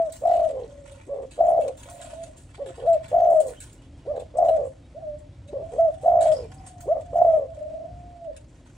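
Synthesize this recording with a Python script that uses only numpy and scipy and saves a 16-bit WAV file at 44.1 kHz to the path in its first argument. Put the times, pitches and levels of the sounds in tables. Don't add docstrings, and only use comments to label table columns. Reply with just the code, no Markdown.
import sys
import numpy as np
from scipy import signal
from scipy.fft import rfft, irfft, next_fast_len
from scipy.io import wavfile
from scipy.ndimage import uniform_filter1d

SR = 44100
rng = np.random.default_rng(int(sys.argv[2]) if len(sys.argv) > 2 else 0)


def output_pcm(signal):
    pcm = np.clip(np.atleast_2d(signal).T, -1, 1) * 32767
    wavfile.write(sys.argv[1], SR, np.round(pcm).astype(np.int16))


N = 386742
TIME = np.arange(N) / SR


def undb(db):
    return 10 ** (np.asarray(db) / 20)


def unit(x):
    return x / np.sqrt(np.mean(x ** 2) + 1e-20)


def curves(rows, t):
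    s, *columns = np.transpose(rows)
    return [np.interp(t, s, c) for c in columns]


def progress(t, start, length):
    return np.clip((t - start) / max(length, 1e-3), 0, 1)


def band(x, lo_hz, hi_hz, order=2):
    edges = [lo_hz, min(hi_hz, SR / 2 - 1)]
    return signal.sosfilt(signal.butter(order, edges, "band", fs=SR, output="sos"), x)


def colour(x, points):
    hz, db = np.transpose(points)
    n = next_fast_len(x.shape[-1])
    bins_hz = np.arange(n // 2 + 1) * SR / n + 1
    gain = undb(np.interp(np.log(bins_hz), np.log(hz), db))
    return irfft(rfft(x, n) * gain, n)[..., :x.shape[-1]]


def walk(rate, n=N):
    k = max(int(SR / rate), 1)
    steps = np.repeat(rng.standard_normal(n // k + 1), k)
    return uniform_filter1d(steps, k)[:n]


def ripple(x, spread_db):
    frames = signal.stft(x, nperseg=1024)[2]
    chance = uniform_filter1d(rng.standard_normal(frames.shape), size=7, axis=0)
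    chance = uniform_filter1d(chance, size=5, axis=1)
    return signal.istft(frames * undb(spread_db * unit(chance)))[1][:len(x)]


def stereo(mid, side):
    return np.array([mid + side, mid - side])


def pan(x, left_db):
    return x * undb(np.array([[left_db], [-left_db]]) / 2)


def walls(x, t60, width):
    t = TIME[:SR // 2]
    echo = rng.standard_normal((2, len(t))) * undb(-60 * t / t60) * np.clip(t / 0.00059, 0, 1)
    echo = stereo(echo[0], width * echo[1]) / np.sqrt(np.sum(echo[0] ** 2))
    return signal.fftconvolve(x[None], echo, axes=1)[:, :N]


# (frequency [Hz], gain [dB])
YARD_COLOUR = [(15, -40.5), (25, -14), (50, -2.5), (123, -9), (204, -22), (277, -12.5), (426, -28.5),
               (471, -26.5), (562, -23), (762, -30.5), (1090, -38.5), (1550, -40), (2150, -40.5),
               (8220, -49.5), (10600, -58.5), (13800, -88), (22000, -120)]
# (time [s], half width to 1/e power [s], level [dB])
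RUMBLE_SWELLS = [(2.948, 0.23, -45.5), (4.607, 0.33, -47.5), (5.487, 0.26, -42.5), (6.394, 0.32, -41),
                 (7.164, .3, -42.5), (7.947, 0.063, -36.5)]
RUMBLE_FLOOR_DB, RUMBLE_TRIM_DB = -52, -4
AIR_DB = -48


def yard(width=0.15):
    mid, side = colour(rng.standard_normal((2, N)), YARD_COLOUR)
    air = unit(stereo(mid, width * band(side, 260, 15000, order=1)))
    air = air * undb(AIR_DB + 1.2 * walk(5))
    rumble = unit(band(rng.standard_normal(N), 46, 135, order=3))
    swells = sum(undb(db) ** 2 * np.exp(-((TIME - s) / half) ** 2) for s, half, db in RUMBLE_SWELLS)
    rumble_gain = np.sqrt(undb(RUMBLE_FLOOR_DB) ** 2 + swells) * undb(RUMBLE_TRIM_DB)
    return air + rumble * rumble_gain


# (time [s], length [s], start pitch [Hz], end pitch [Hz], peak level [dB])
HIGH_WHISTLES = [(3.194, 0.094, 6350, 6100, -60.5), (3.561, 0.046, 3220, 3000, -52),
                 (3.775, .04, 2900, 2880, -63), (3.935, 0.034, 3200, 3230, -66.5),
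                 (4.816, 0.081, 3690, 3840, -68)]


def high_whistles():
    out = np.zeros(N)
    for s, length, start_hz, end_hz, db in HIGH_WHISTLES:
        i, n = int(s * SR), int(length * SR)
        phase = 2 * np.pi * np.cumsum(np.linspace(start_hz, end_hz, n)) / SR
        out[i:i + n] += undb(db) * np.hanning(n) * np.sin(phase)
    return out


def note_span(start, length):
    attack, release = 300, 900
    i = np.arange(max(int(start * SR), 0), min(int((start + length) * SR) + release // 2, N))
    t = TIME[i] - start
    opening = t * SR / attack
    closing = ((i[-1] - i) / release) ** 2
    return i, t, np.clip(np.minimum(opening, closing), 0, 1)


def flutter(rate, depth, jitter, scatter_db, slip, reach, sweep_hz, fray):
    n = len(rate)
    cycles = np.cumsum(rate * np.exp(jitter * walk(50, n))) / SR
    k, p = cycles.astype(int), cycles % 1
    size, start = rng.standard_normal((k[-1] + 2, 2)).T
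    depth = np.clip(depth, 0, 1)
    pulses = 0
    for j, away in ((k, p), (k + 1, 1 - p)):
        shape = np.cos(np.pi / 2 * np.minimum(away / reach, 1)) ** 2 * undb(scatter_db * size[j])
        out_of_step = depth * (np.pi * (j % 2) + slip * start[j])
        sweep = np.pi * sweep_hz / rate * away ** 2
        pulses = pulses + shape * np.exp(1j * (out_of_step + sweep))
    frayed = 1 + fray * depth * (walk(260, n) + 1j * walk(260, n))
    envelope = (1 - depth + depth * pulses) * frayed
    return envelope / np.sqrt(np.mean(np.abs(envelope) ** 2))


# (time [s], glide to top [s], glide to end [s], start pitch [Hz], top pitch [Hz], end pitch [Hz],
# power of the end glide, level before the carry [dB], flutter [per s], flutter depth [0-1], swell-in [s])
SOFT_TONES = [(.66, 0.043, 0.28, 561, 572.5, 547, 1.2, -49.5, 31.4, 0.51, 0.0092),
              (1.855, 0.036, 0.15, 533, 568, 580, 0.91, -52, 41, 0.66, 0.0075),
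              (1.87, 0.042, 0.15, 673, 696, 689, 1.6, -39, 44.6, 0.71, 0.022),
              (2.02, 0.02, 0.12, 674, 651, 626, 1.16, -47, 66, 1, .025),
              (2.155, 0.033, 0.057, 631, 667, 667, 4.1, -37.5, 53, 0, 0.049),
              (2.25, 0.037, 0.021, 567, 645, 605, 1, -50.5, 54, 0.78, 0.0086),
              (4.945, 0.078, 0.14, 510, 768, 588, 0.15, -39, 32, 0.02, 0.036),
              (5.46, 0.63, 0.073, 565.4, 763, 745, 0.78, -34.5, 24, 0.69, 0.96),
              (6.49, 0.085, .31, 736, 766, 673, 1.2, -38.5, 29, 0.58, 0.017),
              (7.03, 0.016, 0.084, 714, 708, 668, 1.34, -39.5, 29, 0.22, 0.011),
              (7.46, 0.025, 0.051, 660, 667, 647, 1.1, -40.5, 36, 0.3, 0.075),
              (7.555, 0.3, 0.021, 593, 646.4, 646, 1.1, -41, 24.8, 1, 0.014),
              (7.85, 0.064, 0.4, 692, 705, 540, 7.5, -38.5, 32, 0.36, 0.011)]
# (pitch [Hz], gain [dB])
FAR_CARRY = [(500, 17), (560, 0), (620, 4.5), (670, -2), (715, -14.5), (770, -12.5)]
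FAR_FADE_S = 0.0084


def soft_tones(octave_db=-44, waver=.008):
    out = np.zeros(N)
    for (start, to_top, to_end, start_hz, top_hz, end_hz, power,
         level_db, rate, depth, swell_s) in SOFT_TONES:
        i, t, gate = note_span(start, to_top + to_end)
        first_glide = (top_hz - start_hz) * (1 - progress(t, 0, to_top)) ** 1.6
        second_glide = (top_hz - end_hz) * progress(t, to_top, to_end) ** power
        hz = top_hz - first_glide - second_glide
        db = level_db + curves(FAR_CARRY, hz)[0]
        gate = gate * np.sqrt(progress(t, 0, swell_s) * progress(t[-1] - t, 0, FAR_FADE_S))
        envelope = flutter(np.full(len(t), rate), depth, jitter=.2, scatter_db=2.5, slip=1.4,
                           reach=.5, sweep_hz=70, fray=.12)
        turn = np.exp(2j * np.pi * np.cumsum(hz * (1 + waver * walk(30, len(t)))) / SR)
        tone = (envelope * (turn + undb(octave_db) * turn ** 2)).imag * np.sqrt(2)
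        out[i] += gate * undb(db) * tone
    return out


# (time [s], length [s], treble level [dB], body level [dB])
RUSTLES = [(0, 0.32, -56.5, -55.5), (0.255, 0.12, -55.5, -49.5), (0.472, 1.8, -62, -60),
           (1.785, 0.4, -59.5, -54.5), (2.526, 0.6, -59.5, -54), (3.12, 0.27, -72, -70.5),
           (3.325, 0.39, -60, -57.5), (4.428, 0.031, -54, -51.5), (4.548, 0.21, -69.5, -84),
           (5.622, 0.51, -64, -62), (6.176, 0.18, -54.5, -49), (6.389, 0.53, -63.5, -63.5),
           (6.981, 0.53, -66, -64.5), (7.929, 0.12, -67.5, -65), (8.386, 0.56, -67.5, -68.5)]
RUSTLE_ATTACK_S, RUSTLE_RELEASE_S = 0.022, 0.15
STILL_TREBLE_DB, STILL_BODY_DB = -74.5, -68


def bouts():
    power = undb([[STILL_TREBLE_DB], [STILL_BODY_DB]]) ** 2
    for start, length, treble_db, body_db in RUSTLES:
        dying = np.exp(-np.maximum(TIME - start - length, 0) / RUSTLE_RELEASE_S)
        shape = progress(TIME, start, RUSTLE_ATTACK_S) * dying
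        power = power + (undb([[treble_db], [body_db]]) * shape) ** 2
    return 10 * np.log10(power)


# (frequency [Hz], gain [dB])
RUSTLE_COLOUR = [(530, -35), (900, 9), (928, 8), (1080, 0.5), (1240, -9), (1850, -7), (2100, -9.5),
                 (2420, -6), (2600, -10.5), (2920, -8), (3550, -7.5), (3930, -10), (5470, -3.5), (8270, -6),
                 (10600, -19), (13800, -43.5), (22000, -120)]


def rustle(body_trim_db=-1.0, ripple_db=3.5):
    treble_db, body_db = bouts()
    touches = (rng.random(N) < 45 / SR) * undb(3 * rng.standard_normal(N))
    decay_s = .02
    clusters = .7 + signal.lfilter([1], [1, -np.exp(-1 / (decay_s * SR))], touches)
    grain_db = 5.5 * walk(1100)
    hiss = ripple(colour(rng.standard_normal(N), RUSTLE_COLOUR), ripple_db) * clusters * undb(grain_db)
    treble = unit(band(hiss, 5200, 19000)) * undb(treble_db)
    body = unit(band(hiss, 1200, 4400)) * undb(body_db + body_trim_db)
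    return treble + body


def seeds(gain_db=5, t60=0.007, rate_per_s=18, scatter_db=3):
    out, t = np.zeros(N), TIME[:SR // 50]
    bout_db = bouts()[0]
    for i in np.flatnonzero(rng.random(N - len(t)) < rate_per_s / SR):
        hz = np.exp(rng.uniform(np.log(1800), np.log(7000)))
        click = unit(band(rng.standard_normal(len(t)), hz / 1.4, hz * 1.2)) * undb(-60 * t / t60)
        out[i:i + len(t)] += click * undb(bout_db[i] + gain_db + scatter_db * rng.standard_normal())
    return out


# (time [s], starting level before the trim [dB],
# body against treble [dB], level of the 14-15.5 kHz noise band against treble [dB], t60 [s])
TICKS = [(0.12, -39.5, -22, -12, 0.39), (0.272, -49, -10, -23, 0.13), (.335, -46, 5, -11, 0.19),
         (0.364, -41, 4, -31.5, 0.039), (0.912, -51.5, -2, -21, 0.32), (1.309, -46, 0, -21, 0.39),
         (1.489, -50, -10, -25, 0.26), (1.61, -44.5, 0, -18, 0.26), (1.679, -26, -4.5, -24, 0.019),
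         (1.77, -46.5, -4, -14, 1), (1.831, -39, 0, -28, 0.034), (1.897, -45, -34, -13, 0.62),
         (2.011, -43.5, -3.5, -24, 1), (2.131, -52, 13, -28, 0.044), (2.2312, -41.5, -7, -30, 0.17),
         (2.366, -46.5, -11, -21, 0.38), (2.501, -56, -8, -28, 0.12), (2.659, -43, 4.5, -23, 0.22),
         (2.572, -57, -2, -16, .08), (2.756, -53, -14, -22, 0.29), (2.886, -48, -17, -17, 0.15),
         (2.9297, -38.5, 3, -11, 0.08), (3.08, -45.5, 1, -15.5, 0.25), (3.262, -49.5, -1, -21.5, .1),
         (3.296, -47.5, -10, -13, 1), (3.401, -37.5, -10, -14, 0.2), (3.4668, -37.5, -21, -14, 0.23),
         (3.602, -35, -7, -20, 0.3), (3.728, -49, -11, -15, 0.11), (4.159, -49, 6, -24, 0.16),
         (4.195, -44, 2, -20, .13), (4.371, -41.5, -35, -22, 0.086), (4.484, -42.5, 2, -11, 0.15),
         (4.651, -51.5, -19, -28, 0.22), (5.185, -57.5, -12, -25, 0.15), (5.475, -50.5, 1, -27, 0.18),
         (6.01, -50, -5, -21.5, 0.43), (6.206, -33, -3.5, -22, 0.33), (6.324, -45, -32, -37, 0.3),
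         (6.538, -48, -15, -25, .12), (6.663, -39.5, -9, -34, 0.2), (6.804, -38.5, -11, -11, 0.16),
         (8.3635, -35.5, -1, -35, 0.067)]
# (frequency [Hz], gain [dB])
TICK_COLOUR = [(880, -51.5), (1500, -3.5), (1650, -3), (1830, -11.5), (3060, -2.5), (3290, -5.5), (3840, 0),
               (4130, -4.5), (5600, -14.5), (6120, -12.5), (8090, -16), (9520, -18.5), (10600, -28),
               (13800, -47), (22000, -120)]


def ticks(trim_db=-6.5, grain_db=4, attack_s=0.00079, crack=0.41, crack_s=0.00062, ripple_db=3.5):
    out, t = np.zeros(N), TIME[:SR // 3]
    for s, db, body_db, top_band_db, t60 in TICKS:
        grains = rng.standard_normal(len(t)) * undb(grain_db * walk(600, len(t)))
        tint = ripple(colour(grains, TICK_COLOUR), ripple_db)
        burst = unit(band(tint, 7300, 11000))
        burst += undb(body_db) * unit(band(tint, 1100, 4100))
        burst += undb(top_band_db) * unit(band(grains, 14000, 15500))
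        decay_db = -60 * t / max(t60, .01)
        burst = unit(burst) * undb(db + trim_db + decay_db) * np.minimum(t / attack_s, 1)
        burst *= 1 + crack * np.exp(-t / crack_s)
        i = int(s * SR)
        out[i:i + len(t)] += burst[:N - i]
    return out


# (pitch [Hz], half width [Hz], gain [dB])
WIRE_MODES = [(4960, 34, 12), (5280, 89, 5.5)]
# (time [s], level [dB], t60 [s])
GRAZES = [(6.32, -48, 0.37), (6.364, -51, 0.15), (6.58, -61, .2)]


def wire():
    ring = sum(undb(db) * band(rng.standard_normal(N), hz - half, hz + half, order=1)
               for hz, half, db in WIRE_MODES)
    touch = sum(undb(db - 60 * np.maximum(TIME - s, 0) / t60) * np.clip((TIME - s) / 0.00099, 0, 1)
                for s, db, t60 in GRAZES)
    return unit(ring) * touch


def mesh(x, width=0.77, t60=.028):
    t = TIME[:SR // 20]
    ring = rfft(rng.standard_normal((2, len(t))) * undb(-60 * t / t60))
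    ring = irfft(ring / np.sqrt(uniform_filter1d(np.abs(ring) ** 2, size=16)))[:, :len(t) // 2]
    ring = stereo(ring[0], width * ring[1]) / np.sqrt(np.sum(ring[0] ** 2))
    return signal.fftconvolve(x[None], ring, axes=1)[:, :N]


BREAK_S, BREAK_DROP_HZ = .016, 54.3
RASP_RATE_PER_S, OPEN_RAGGED = 78, .65


def second_voice(start, rise, split, hz, db, sag_hz=35, fade_db=7, depth=.4):
    i, t, gate = note_span(start + rise + BREAK_S, split - BREAK_S)
    gone = progress(t, 0, split)
    rate = np.full(len(t), RASP_RATE_PER_S)
    return i, gate, db - fade_db * gone, hz - sag_hz * gone, rate, np.full(len(t), depth), OPEN_RAGGED


OPEN_FROM_HZ, OPEN_KNEE_HZ, OPEN_FROM_DB = 250, 561.8, -41
OPEN_DEPTH, RASP_FADE_DB = 0.24, 5.5


def opener(start, rise, split, top_hz, end_hz, db, split_db, rasp, second_hz, second_db):
    i, t, gate = note_span(start, rise + split)
    stages = [0, rise / 2, rise, rise + BREAK_S, rise + split / 2, rise + split]
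    broken_hz = top_hz - BREAK_DROP_HZ
    falling_hz = broken_hz + 0.67 * (end_hz - broken_hz)
    hz = np.interp(t, stages, [OPEN_FROM_HZ, OPEN_KNEE_HZ, top_hz, broken_hz, falling_hz, end_hz])
    level = np.interp(t, stages, [OPEN_FROM_DB, (db + split_db) / 2, db,
                                  split_db, split_db, split_db - RASP_FADE_DB])
    depth = np.interp(t, stages[:4], [1, OPEN_DEPTH, OPEN_DEPTH, rasp])
    first = (i, gate, level, hz, np.full(len(t), RASP_RATE_PER_S), depth, OPEN_RAGGED)
    return [first, second_voice(start, rise, split, second_hz, second_db)]


SWELL_FROM_HZ, SWELL_KNEE_HZ, SWELL_SAG_HZ, SWELL_END_HZ = 460, 536, 56.4, 565.5
SWELL_FROM_DB, SWELL_KNEE_DB, SWELL_END_DB = -42.5, -27, -35.5
SWELL_CLEARS_S, SWELL_RELEASE_S = 0.022, 0.029
SWELL_KNEE_DEPTH, CLEAR_DEPTH, SWELL_RAGGED = .65, 0.12, .5
TAIL_DEPTH = .55


def swell(start, rasp, clear, top_hz, db, fade_db):
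    held = rasp + clear
    i, t, gate = note_span(start, held + SWELL_RELEASE_S)
    stages = [0, rasp - SWELL_CLEARS_S, rasp, held, held + SWELL_RELEASE_S]
    hz = np.interp(t, stages, [SWELL_FROM_HZ, SWELL_KNEE_HZ, top_hz, top_hz, SWELL_END_HZ + SWELL_SAG_HZ])
    hz -= SWELL_SAG_HZ * progress(t, rasp, clear) ** 4
    level = np.interp(t, stages, [SWELL_FROM_DB, SWELL_KNEE_DB, db, db - fade_db, SWELL_END_DB])
    depth = np.interp(t, stages, [1, SWELL_KNEE_DEPTH, CLEAR_DEPTH, CLEAR_DEPTH, TAIL_DEPTH])
    return i, gate, level, hz, np.full(len(t), RASP_RATE_PER_S), depth, SWELL_RAGGED


ROLL_FROM_HZ, ROLL_CATCH_HZ, ROLL_FROM_DB, ROLL_CATCH_DB = 490, 629.2, -38, -22.5
CATCH_BEATS, ROLL_LEAP_S = 2.5, .005
SMOOTH_RATE_PER_S, SMOOTH_DEPTH = 48, .33
TAIL_RATE_PER_S, TAIL_RAGGED, TAIL_FADE_DB = 105, .6, 9.5
SAG_POWER = 1.7


def roll(start, catch, rolled, smooth, tail, top_hz, break_hz, end_hz, db, break_db, tail_db,
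         first_rate, last_rate, ragged):
    held, leap = rolled + smooth, catch + ROLL_LEAP_S
    i, t, gate = note_span(start, held + tail)
    stages = [0, catch, leap, held, held + BREAK_S, held + tail]
    sag = (top_hz - break_hz) * progress(t, leap, held - leap) ** SAG_POWER
    held_hz = np.interp(t, stages[:3], [ROLL_FROM_HZ, ROLL_CATCH_HZ, top_hz]) - sag
    tail_hz = np.interp(t, stages[3:], [break_hz, break_hz - BREAK_DROP_HZ, end_hz])
    hz = np.where(t < held, held_hz, tail_hz)
    level = np.interp(t, stages, [ROLL_FROM_DB, ROLL_CATCH_DB, db, break_db, tail_db, tail_db])
    level = level - TAIL_FADE_DB * progress(t, held, tail) ** 3
    depth = 1 + (SMOOTH_DEPTH - 1) * progress(t, rolled, ROLL_LEAP_S)
    depth = depth + (TAIL_DEPTH - SMOOTH_DEPTH) * progress(t, held, BREAK_S)
    quickening = np.interp(t, [catch, rolled], [first_rate, last_rate])
    rates = np.select([t < catch, t < rolled, t < held],
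                      [CATCH_BEATS / catch, quickening, SMOOTH_RATE_PER_S], TAIL_RATE_PER_S)
    return i, gate, level, hz, rates, depth, np.where(t < rolled, ragged, TAIL_RAGGED)


# (time [s], rise [s], split [s], top pitch [Hz],
# end pitch [Hz], level [dB], level after the split [dB], rasp depth [0-1], second voice [Hz],
# second voice level [dB])
OPENERS = [(1.068, .067, 0.13, 572.8, 459, -26, -39, 1, 561, -32.5),
           (2.579, 0.049, .09, 566, 336.5, -27, -41.5, 0.5, 550, -36.5),
           (4.051, .068, 0.12, 600, 518, -23, -33.5, 1, 665.6, -39),
           (5.52, 0.049, .065, 557, 395, -25.5, -39.5, 0.5, 588, -33),
           (6.857, 0.068, 0.105, 682.7, 586, -17.5, -27, 0.9, 597, -36.5)]
# (time [s], rasp [s], clear [s], top pitch [Hz], level [dB], fade [dB])
SWELLS = [(-.11, .1, 0.085, 666, -17.5, 11), (2.771, 0.108, 0.078, 676.6, -18, 1),
          (5.711, 0.085, 0.092, 667, -16, 4)]
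# (time [s], catch [s], end of the roll after the start [s], smooth [s],
# tail [s], top pitch [Hz], pitch at the break [Hz], end pitch [Hz], level [dB], level at the break [dB],
# tail level before its fade [dB], first flutter [per s], last flutter [per s], raggedness [0-1])
ROLLS = [(.21, 0.034, 0.22, 0.038, 0.2, 687.8, 638.6, 450.4, -18, -22.5, -30.5, 48.8, 51, 0.2),
         (1.371, 0.032, 0.22, .014, 0.12, 677.5, 645.5, 515.4, -18.5, -20, -24.5, 59.2, 63, .5),
         (3.108, 0.028, 0.23, 0.068, .13, 685, 624, 467, -18, -16.5, -30.5, 47.5, 72, .25),
         (4.339, 0.042, .165, .061, 0.13, 671, 637, 519, -17.5, -20, -24.5, 50, 105, .55),
         (6.025, .031, .238, .071, .135, 684.7, 614, 436, -15.5, -19, -32.5, 50, 62, .15),
         (7.122, .03, 0.15, .1, 0.099, 682.6, 624, 523.6, -17, -17, -26.5, 60, 74, .55)]


def notes():
    openers = [voice for row in OPENERS for voice in opener(*row)]
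    return openers + [swell(*row) for row in SWELLS] + [roll(*row) for row in ROLLS]


# (frequency [Hz], gain [dB])
CROP = [(150, -15), (350, 0), (480, -0.3), (660, 0), (780, 1.8), (950, -3.5), (1400, -19), (3000, -31.5)]
# (frequency [Hz], gain [dB])
RASP = [(200, -14.5), (350, 0), (920, -4), (1030, -9.5), (1150, -3), (1330, -22.5), (1500, -27),
        (2050, -20.5), (2500, -30), (6000, -72.5)]
# (pitch of the octave [Hz], level against the fundamental [dB])
OCTAVE = [(700, -1), (800, -10), (950, -25), (1120, -33), (1200, -41), (1320, -44)]
TWELFTH_DB = -50
RAGGED_JITTER, RAGGED_SCATTER_DB = .28, 4.2
OVERTONE_BLUR = .4


def dove(rasp_db=-47, creak_db=-13, whistle_db=-53, whistle_hz=6500, waver=0.012):
    voice, extra = np.zeros(N), np.zeros(N)
    rasp = unit(colour(rng.standard_normal(N), RASP))
    creak = unit(band(rng.standard_normal(N), 621, 764))
    whistle = unit(band(rng.standard_normal(N), 20, 160))
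    for i, gate, db, hz, rate, depth, ragged in notes():
        envelope = flutter(rate, depth, RAGGED_JITTER * ragged, RAGGED_SCATTER_DB * ragged,
                           slip=1.6, reach=.59, sweep_hz=115, fray=.13)
        phase = 2 * np.pi * np.cumsum(hz * (1 + waver * walk(120, len(i)))) / SR
        tone = np.sqrt(2) * envelope * np.exp(1j * phase)
        slack = np.clip((660 - hz) / 150, 0, 1)
        slaps = undb(creak_db) * (slack + .4) * depth * creak[i] * np.abs(envelope)
        voice[i] += gate * undb(db) * (tone.imag + slaps)
        effort = undb((db + 18) / 2)
        rough = undb(rasp_db) * rasp[i] * depth * np.abs(envelope)
        octave_db = curves(OCTAVE, 2 * hz)[0]
        turn = np.exp(1j * np.angle(tone))
        blur = 1 + OVERTONE_BLUR * (walk(110, len(i)) + 1j * walk(110, len(i)))
        overtones = (tone * blur * (undb(octave_db) * turn + undb(TWELFTH_DB) * turn ** 2)).imag
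        thin = undb(whistle_db + db) * whistle[i] * np.sin(phase * whistle_hz / 670)
        extra[i] += gate * (undb(db) * overtones + effort * rough + thin)
    return colour(voice, CROP) + extra


# (pitch [Hz], t60 [s], gain [dB])
CAGE_MODES = [(532, .19, -5), (715, .12, -17)]


def cage_ring(x):
    out = 0
    for hz, t60, db in CAGE_MODES:
        pole = np.exp((2j * np.pi * hz - np.log(1000) / t60) / SR)
        out = out + 2 * undb(db) * (1 - abs(pole)) * signal.lfilter([1], [1, -pole], x).imag
    return out


# (pitch [Hz], left minus right [dB])
STANDING_WAVE = [(400, 2), (500, 0), (565, -6), (620, 1.5), (665, 6.5), (720, 3), (900, 1)]
# (time [s], share [0-1])
PLACE = [(0, 1), (3, 1), (4.5, 1), (5.7, 0.3)]
PORT_LAG = 5


def ports(bird):
    leaning = np.array([colour(bird, [(hz, side * db / 2) for hz, db in STANDING_WAVE])
                        for side in (1, -1)])
    left, right = bird + curves(PLACE, TIME)[0] * (leaning - bird)
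    return np.array([left, np.pad(right, (PORT_LAG, 0))[:N]])


def scene():
    near, soft = dove(), soft_tones()
    near_echo = undb(-15.5) * walls(near, t60=0.33, width=1.3)
    soft_echo = undb(-6.5) * walls(soft, t60=0.34, width=1.5)
    voices = ports(near + cage_ring(near)) + near_echo + pan(soft, -.5) + soft_echo
    contacts = ticks() + seeds()
    cage = undb(-1.5) * mesh(contacts + rustle() + wire())
    cage = cage + undb(-12.5) * contacts + undb(-9) * walls(contacts, t60=0.15, width=0.74)
    return voices + cage + high_whistles() + yard()


def record(dry):
    thinned = signal.sosfilt(signal.butter(4, 40, "high", fs=SR, output="sos"), dry)
    return signal.sosfilt(signal.ellip(8, .2, 70, 15800, fs=SR, output="sos"), thinned)


dry = scene()
out = record(dry)
output_pcm(out)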